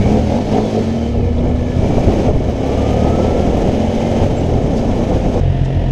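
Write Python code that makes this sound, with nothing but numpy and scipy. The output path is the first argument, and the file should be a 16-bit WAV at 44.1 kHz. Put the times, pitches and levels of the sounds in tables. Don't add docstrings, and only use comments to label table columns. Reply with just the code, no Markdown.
import sys
import numpy as np
from scipy import signal
from scipy.fft import rfft, irfft, next_fast_len
from scipy.io import wavfile

SR = 44100
rng = np.random.default_rng(int(sys.argv[2]) if len(sys.argv) > 2 else 0)


def store_wav(level_fs):
    pcm = np.round(np.clip(np.atleast_2d(level_fs), -1, 1) * 32767)
    wavfile.write(sys.argv[1], SR, pcm.T.astype(np.int16))


N = 261027
T = np.arange(N) / SR
CAR_PARK_S = 5.402


def undb(db):
    return 10 ** (np.asarray(db) / 20)


def unit(x):
    return x / np.sqrt(np.mean(x ** 2))


def curves(table):
    times, *columns = np.transpose(table)
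    return [np.interp(T, times, column) for column in columns]


def noise():
    return rng.standard_normal(N)


def walk(rate):
    hz = np.arange(N // 2 + 1) * SR / N
    return unit(irfft(rfft(noise()) / (1 + (hz / rate) ** 4), N))


def colour(x, points):
    hz, db = np.transpose(points)
    size = next_fast_len(N + SR // 2, True)
    f = np.maximum(np.arange(size // 2 + 1) * SR / size, 1)
    gain = undb(np.interp(np.log(f), np.log(hz), db)) / np.maximum(f / hz[-1], 1) ** 4
    cepstrum = irfft(np.log(gain), size)
    cepstrum[1:size // 2] *= 2
    cepstrum[size // 2 + 1:] = 0
    return unit(irfft(rfft(x, size) * np.exp(rfft(cepstrum, size)), size)[:N])


def ring(x, hz, width):
    return signal.lfilter(*signal.iirpeak(hz, hz / width, SR), x)


def band(x, hz, width):
    return unit(ring(ring(x, hz, width), hz, width))


def swell(at, half):
    return np.exp(-((T - at) / half) ** 2 / 2)


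def tone(turns, rough):
    return np.sqrt(2) * np.sin(2 * np.pi * turns) * (1 + rough * walk(21))


def strokes(turns, scatter_db):
    return np.diff(np.floor(turns), prepend=np.floor(turns[0])) * undb(scatter_db * noise())


def puffs(turns, decay, depth):
    return unit(1 + depth * np.exp(-(turns % 1) / decay))


# (time [s], level [dB])
TREBLE_TICKS = [(1.994, -49), (2.134, -42), (2.363, -48), (2.497, -47), (2.674, -45), (2.925, -46),
                (3.572, -46)]


def ticks():
    bursts = sum(undb(db) * (T >= at) * np.exp(-np.abs(T - at) / .002) for at, db in TREBLE_TICKS)
    return bursts * band(noise(), hz=11800, width=3500)


# (time [s], centre [Hz], width [Hz], half length [s], level [dB])
SQUEAK_BANDS = [(0.03, 2290, 200, 0.082, -40), (0.656, 4270, 2200, 0.44, -45.5),
                (1.03, 3103, 129.9, 0.065, -45.5), (1.39, 3566, 600, 0.0082, -42),
                (1.681, 1720, 110, 0.091, -44.5), (1.995, 2310, 130, 0.14, -42.5),
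                (4.381, 7440, 110, 0.0093, -41), (4.632, 7200, 600, .005, -51),
                (4.78, 5020, 3000, .018, -40), (5.654, 8000, 300, 0.0061, -58),
                (5.655, 5500, 3000, .009, -46)]


def squeaks():
    return sum(undb(db) * swell(at, half) * band(noise(), hz, width)
               for at, hz, width, half, db in SQUEAK_BANDS)


# (time [s], pitch [Hz], level [dB])
LOW_HUM = [(0, 203, -16), (.15, 212, -17), (.35, 211, -30), (.5, 209.2, -20), (.75, 221, -19.5),
           (1.05, 232.4, -21.5), (1.5, 243, -21), (1.85, 250.2, -28), (2.35, 260.8, -33), (2.7, 270, -25),
           (4.3, 232, -38), (4.5, 230, -28), (5, 233, -26.5), (5.35, 258, -27)]


def hum():
    hz, db = curves(LOW_HUM)
    cycles = np.cumsum(hz + 2 * walk(12.2)) / SR
    octave = undb(-11) * tone(2 * cycles, rough=.5)
    return undb(db) * (tone(cycles, rough=.22) + octave)


# (time [s], rumble [dB], buffeting [dB], hiss [dB])
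AIR_STREAM = [(0, -15, -21.5, -40), (.45, -25, -22, -43.5), (.62, -25, -20, -42.5), (.75, -30, -24.5, -41),
              (1.05, -29, -24.5, -46), (1.2, -21, -25, -51), (1.68, -20, -24, -46.5),
              (1.9, -17, -19.5, -41.5), (2.25, -18.5, -16, -40), (2.33, -13.5, -20.5, -47),
              (2.5, -21, -22.5, -44.5), (2.8, -24, -19, -42.5), (3.35, -15, -16.5, -42.5),
              (3.9, -18.5, -20.5, -43), (4.2, -21.5, -18.5, -41), (4.6, -17, -20, -44.5),
              (4.9, -16, -18, -42), (5.4, -21, -19.5, -43)]
# (time [s], half length [s], buffeting [dB], rumble [dB])
WIND_SLAPS = [(.065, 0.01, -14, -13), (0.157, 0.02, -18, -20), (0.537, 0.01, -21, -18),
              (1.188, 0.046, -23.5, -17.5), (1.447, 0.064, -21, -15), (1.791, 0.0076, -21, -11),
              (1.84, 0.014, -16, -13), (1.906, 0.0073, -15.5, -12), (1.983, 0.011, -14.5, -11.5),
              (2.088, 0.016, -16, -9), (2.292, 0.014, -12, -6.5), (2.362, .01, -22, -9),
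              (2.493, .008, -21, -13), (3.547, 0.057, -19, -16.5), (4.221, 0.018, -14.5, -15),
              (5.12, 0.014, -12.5, -26), (5.151, 0.0095, -33, -13.5), (5.261, 0.0065, -16, -16),
              (5.376, 0.023, -16, -18)]
# (frequency [Hz], gain [dB])
RUMBLE_SPECTRUM = [(12, -5), (25, -2), (45, -1), (85, -4.5), (130, -3.5), (190, -10), (280, -13.5),
                   (500, -56)]
BUFFET_SPECTRUM = [(90, -21.5), (170, 0.5), (250, 2.5), (320, 0), (400, 1.5), (480, -1), (620, -1.5),
                   (750, -6), (880, -11.5), (1050, -20), (1400, -29), (2500, -62.5)]
HISS_SPECTRUM = [(900, 0.5), (1500, 7.5), (3200, 7), (4300, -0.5), (5200, 2), (5700, 0.5), (6400, 3),
                 (7100, -6.5), (7700, -5.5), (8500, -12.5), (10500, -16.5), (13000, -22)]


def wind():
    rumble_db, buffet_db, hiss_db = curves(AIR_STREAM)
    load, _ = throttle()
    eddies, gusts_db = walk(39), 1.03 * walk(17)
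    slaps = sum(undb(db) * swell(at, half) for at, half, db, _ in WIND_SLAPS)
    thumps = sum(undb(db) * swell(at, half) for at, half, _, db in WIND_SLAPS)
    rumble = np.hypot(undb(rumble_db + gusts_db - .5), thumps) * colour(noise(), RUMBLE_SPECTRUM)
    turbulence = unit(colour(noise(), BUFFET_SPECTRUM) * undb(.56 * eddies))
    buffet = np.hypot(undb(buffet_db + gusts_db), slaps) * turbulence
    hiss = undb(hiss_db + 4.5 + 3.2 * load + .95 * eddies) * colour(noise(), HISS_SPECTRUM)
    return rumble + buffet + hiss


# (time [s], first [dB], second [dB], third [dB])
THROB_HARMONICS = [(5.41, -15, -15.5, -20), (5.51, -20, -13, -12.5), (5.555, -22, -28, -31),
                   (5.614, -18, -12.5, -12.5), (5.73, -23, -42, -15.5), (5.765, -19, -11.5, -34),
                   (5.92, -17, -31, -9.5)]
# (frequency [Hz], gain [dB])
GAS_SPECTRUM = [(110, -2.5), (190, 2), (270, 1.5), (340, -5.5), (420, -2.5), (520, -5), (610, -6),
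                (700, -2), (780, -14), (930, -15), (1100, -30), (1500, -62)]
TAPPET_SPECTRUM = [(800, -16), (1300, -5.5), (1560, -7.5), (1820, 0), (2250, -7.5), (2850, -4), (3600, -10),
                   (4400, -17.5), (5300, -17), (6300, -20.5), (7300, -26.5), (8600, -32.5), (10500, -33),
                   (13000, -43)]
THUD_SPECTRUM = [(20, -41), (60, -24), (140, 19.5), (200, -5.5), (280, -5), (400, -28.5)]
IDLE_HZ, IDLE_SAG_HZ_PER_S = 45, 2.6


def idle():
    hz = IDLE_HZ - IDLE_SAG_HZ_PER_S * (T - CAR_PARK_S)
    beats = np.cumsum(hz * (T > CAR_PARK_S)) / SR + .6
    throb = sum(undb(db - .3) * tone(harmonic * (beats - .2) + .5, rough=.15)
                for harmonic, db in enumerate(curves(THROB_HARMONICS), 1))
    thuds = undb(-29) * colour(strokes(beats, scatter_db=2.5), THUD_SPECTRUM)
    gas = noise() * puffs(beats, decay=.18, depth=1.4) * undb(.8 * walk(5.1))
    body = undb(-24) * colour(gas, GAS_SPECTRUM)
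    tappets = undb(-39.5) * colour(noise() * puffs(beats, decay=.22, depth=.55), TAPPET_SPECTRUM)
    return throb + thuds + body + tappets


# (order [per crank turn], peak time [s], half length [s], level [dB])
GEAR_WHINES = [(33.2, 3.03, 0.26, -37), (63, 0.68, 0.1, -47), (80.8, 1.24, 0.12, -51),
               (81.3, 2.86, 0.13, -48), (67.5, 4.1, 0.36, -47), (45.7, 4.12, 0.087, -44)]


def gears(turns):
    return sum(undb(db) * swell(at, half) * tone(order * (turns + .0029 * walk(30)), rough=.29)
               for order, at, half, db in GEAR_WHINES)


# (centre [Hz], width [Hz], gain [dB])
CASE_MODES = [(1302, 41, 8.5), (1763, 44, 7.5), (2210, 270, 6), (2950, 130, 1), (3850, 59, -0.5)]


def valve_gear(turns, load):
    rattle = noise() * puffs(2 * turns, decay=.11, depth=1.9)
    cases = unit(sum(undb(db) * ring(rattle, hz, width) for hz, width, db in CASE_MODES))
    clatter = signal.sosfilt(signal.butter(2, [1000, 4500], "band", fs=SR, output="sos"), cases)
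    return undb(-43) * (1 + .6 * load) * clatter


def intake(turns):
    air = noise() * puffs(turns, decay=.18, depth=.91)
    return band(air, hz=756, width=160)


# (opens [s], closes [s], load [dB], airbox rasp [dB])
THROTTLE_PULLS = [(0.033, 0.195, -10, -29), (0.278, 0.386, -4, -29), (0.508, 0.592, 0.5, -24),
                  (2.605, 4.248, -4.5, -34)]
OPEN_S, CLOSE_S = .031, .027


def throttle():
    load, rasp = 0, 0
    for opens, closes, load_db, rasp_db in THROTTLE_PULLS:
        pull = np.clip((T - opens) / OPEN_S, 0, 1) * np.exp(-np.maximum(T - closes, 0) / CLOSE_S)
        load += undb(load_db) * pull
        rasp += undb(rasp_db) * pull
    return load, rasp


# (centre [Hz], width [Hz], gain [dB])
DUCT_MODES = [(82, 25, 7.5), (226, 16, 5), (253, 14, 10), (460, 24, 3), (520, 41, 12.5), (685, 60, 3.5)]


def crank_tone(order, speed, shaft):
    boost = sum(undb(db) ** 2 / (1 + (2 * (order * speed - centre) / width) ** 2)
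                for centre, width, db in DUCT_MODES)
    return np.sqrt(1 + boost) * tone(order * shaft, rough=.18)


# (order [per crank turn], relative level [dB])
BOOM_ORDERS = [(2, -28), (3, -28)]
# (order [per crank turn], coasting [dB], under load [dB])
UPPER_ORDERS = [(4, -35, -53), (5, -42, -21.5), (6, -38, -31.5), (7, -38, -42), (8, -40.5, -45),
                (9, -49, -40), (10, -44.5, -41), (11, -55.5, -38.5), (12, -59, -44), (13, -58, -30.5),
                (14, -50, -46), (15, -54, -38.5), (17, -48.5, -36.5), (18, -48.5, -34), (19, -52, -35.5),
                (20, -55, -38.5)]
# (time [s], boom gain [dB], upper gain [dB])
TONES_AT_HELMET = [(0, 0, -6), (.12, 3, 5.5), (.4, 0, 1), (.56, -3, -8), (.72, -1, 3), (1, -2, 1),
                   (1.35, 4.5, -5), (1.65, -3.5, -1), (2, -1.5, 5.5), (2.45, -6.5, -6), (2.9, 3.5, -1),
                   (3.5, -4.5, -0.5), (4.15, -2, -2), (4.58, 0.5, 5.5), (4.9, -8, 2), (5.4, -6, 0.5)]


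def drone(speed, turns, load):
    shaft = turns + .0023 * walk(35)
    boom_db, upper_db = curves(TONES_AT_HELMET)
    boom = sum(undb(db) * crank_tone(order, speed, shaft) for order, db in BOOM_ORDERS)
    upper = sum(np.hypot(undb(coast_db), undb(load_db) * load) * crank_tone(order, speed, shaft)
                for order, coast_db, load_db in UPPER_ORDERS)
    return undb(boom_db) * boom + undb(upper_db) * upper


# (frequency [Hz], gain [dB])
PIPE_SPECTRUM = [(40, -30), (100, -30), (160, -1), (250, -4.5), (320, -11.5), (420, 5), (520, 5), (620, 2),
                 (740, -1), (850, -19), (1000, -22.5), (1200, -41), (2500, -60.5)]
PULL_DB, COAST_DB, CRUISE_HZ = -22, -30, 42.5


def exhaust(speed, turns, load):
    firings = strokes(turns / 2, scatter_db=2.5) + strokes((turns + 1) / 2, scatter_db=3.5)
    pulses = firings + .53 * strokes(2 * turns + .3, scatter_db=.5)
    for hz, width in [(250, 16.3), (440, 34.4), (560, 50), (700, 225)]:
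        pulses = pulses - 2 * ring(pulses, hz, width)
    coasting = undb(COAST_DB) * (speed / CRUISE_HZ) ** 1.4
    return np.hypot(undb(PULL_DB) * load, coasting) * colour(pulses, PIPE_SPECTRUM)


# (time [s], crank speed [turns/s])
CRANK_SPEED = [(0, 31), (.2, 40), (.3, 40.5), (.42, 51.3), (.52, 50), (.62, 55.2), (.72, 53.9), (.85, 46.9),
               (1.3, 27.5), (1.45, 23.4), (1.8, 30), (2.15, 30), (2.6, 34), (3.2, 39.4), (3.55, 42.2),
               (4.27, 47), (4.42, 44.3), (4.7, 33.4), (4.9, 28.3), (5.4, 31.6)]


def engine():
    speed, = curves(CRANK_SPEED)
    turns = np.cumsum(speed) / SR
    load, rasp = throttle()
    roar = exhaust(speed, turns, load) + drone(speed, turns, load)
    machinery = gears(turns) + valve_gear(turns, load)
    return roar + machinery + rasp * intake(turns)


def scene():
    parked = np.clip((T - CAR_PARK_S) / .0018, 0, 1)
    ride = engine() + hum() + wind() + ticks()
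    mix = (1 - parked) * ride + parked * idle() + squeaks()
    fade_out = np.clip((T[-1] - T) / .004, 0, 1)
    return (fade_out * mix)[None]


def record(dry):
    ceiling, top_hz = .9, 13150
    rounded = dry / (1 + (dry / ceiling) ** 6) ** (1 / 6)
    return signal.sosfilt(signal.ellip(10, .2, 80, top_hz, fs=SR, output="sos"), rounded)


dry = scene()
out = record(dry)
store_wav(out)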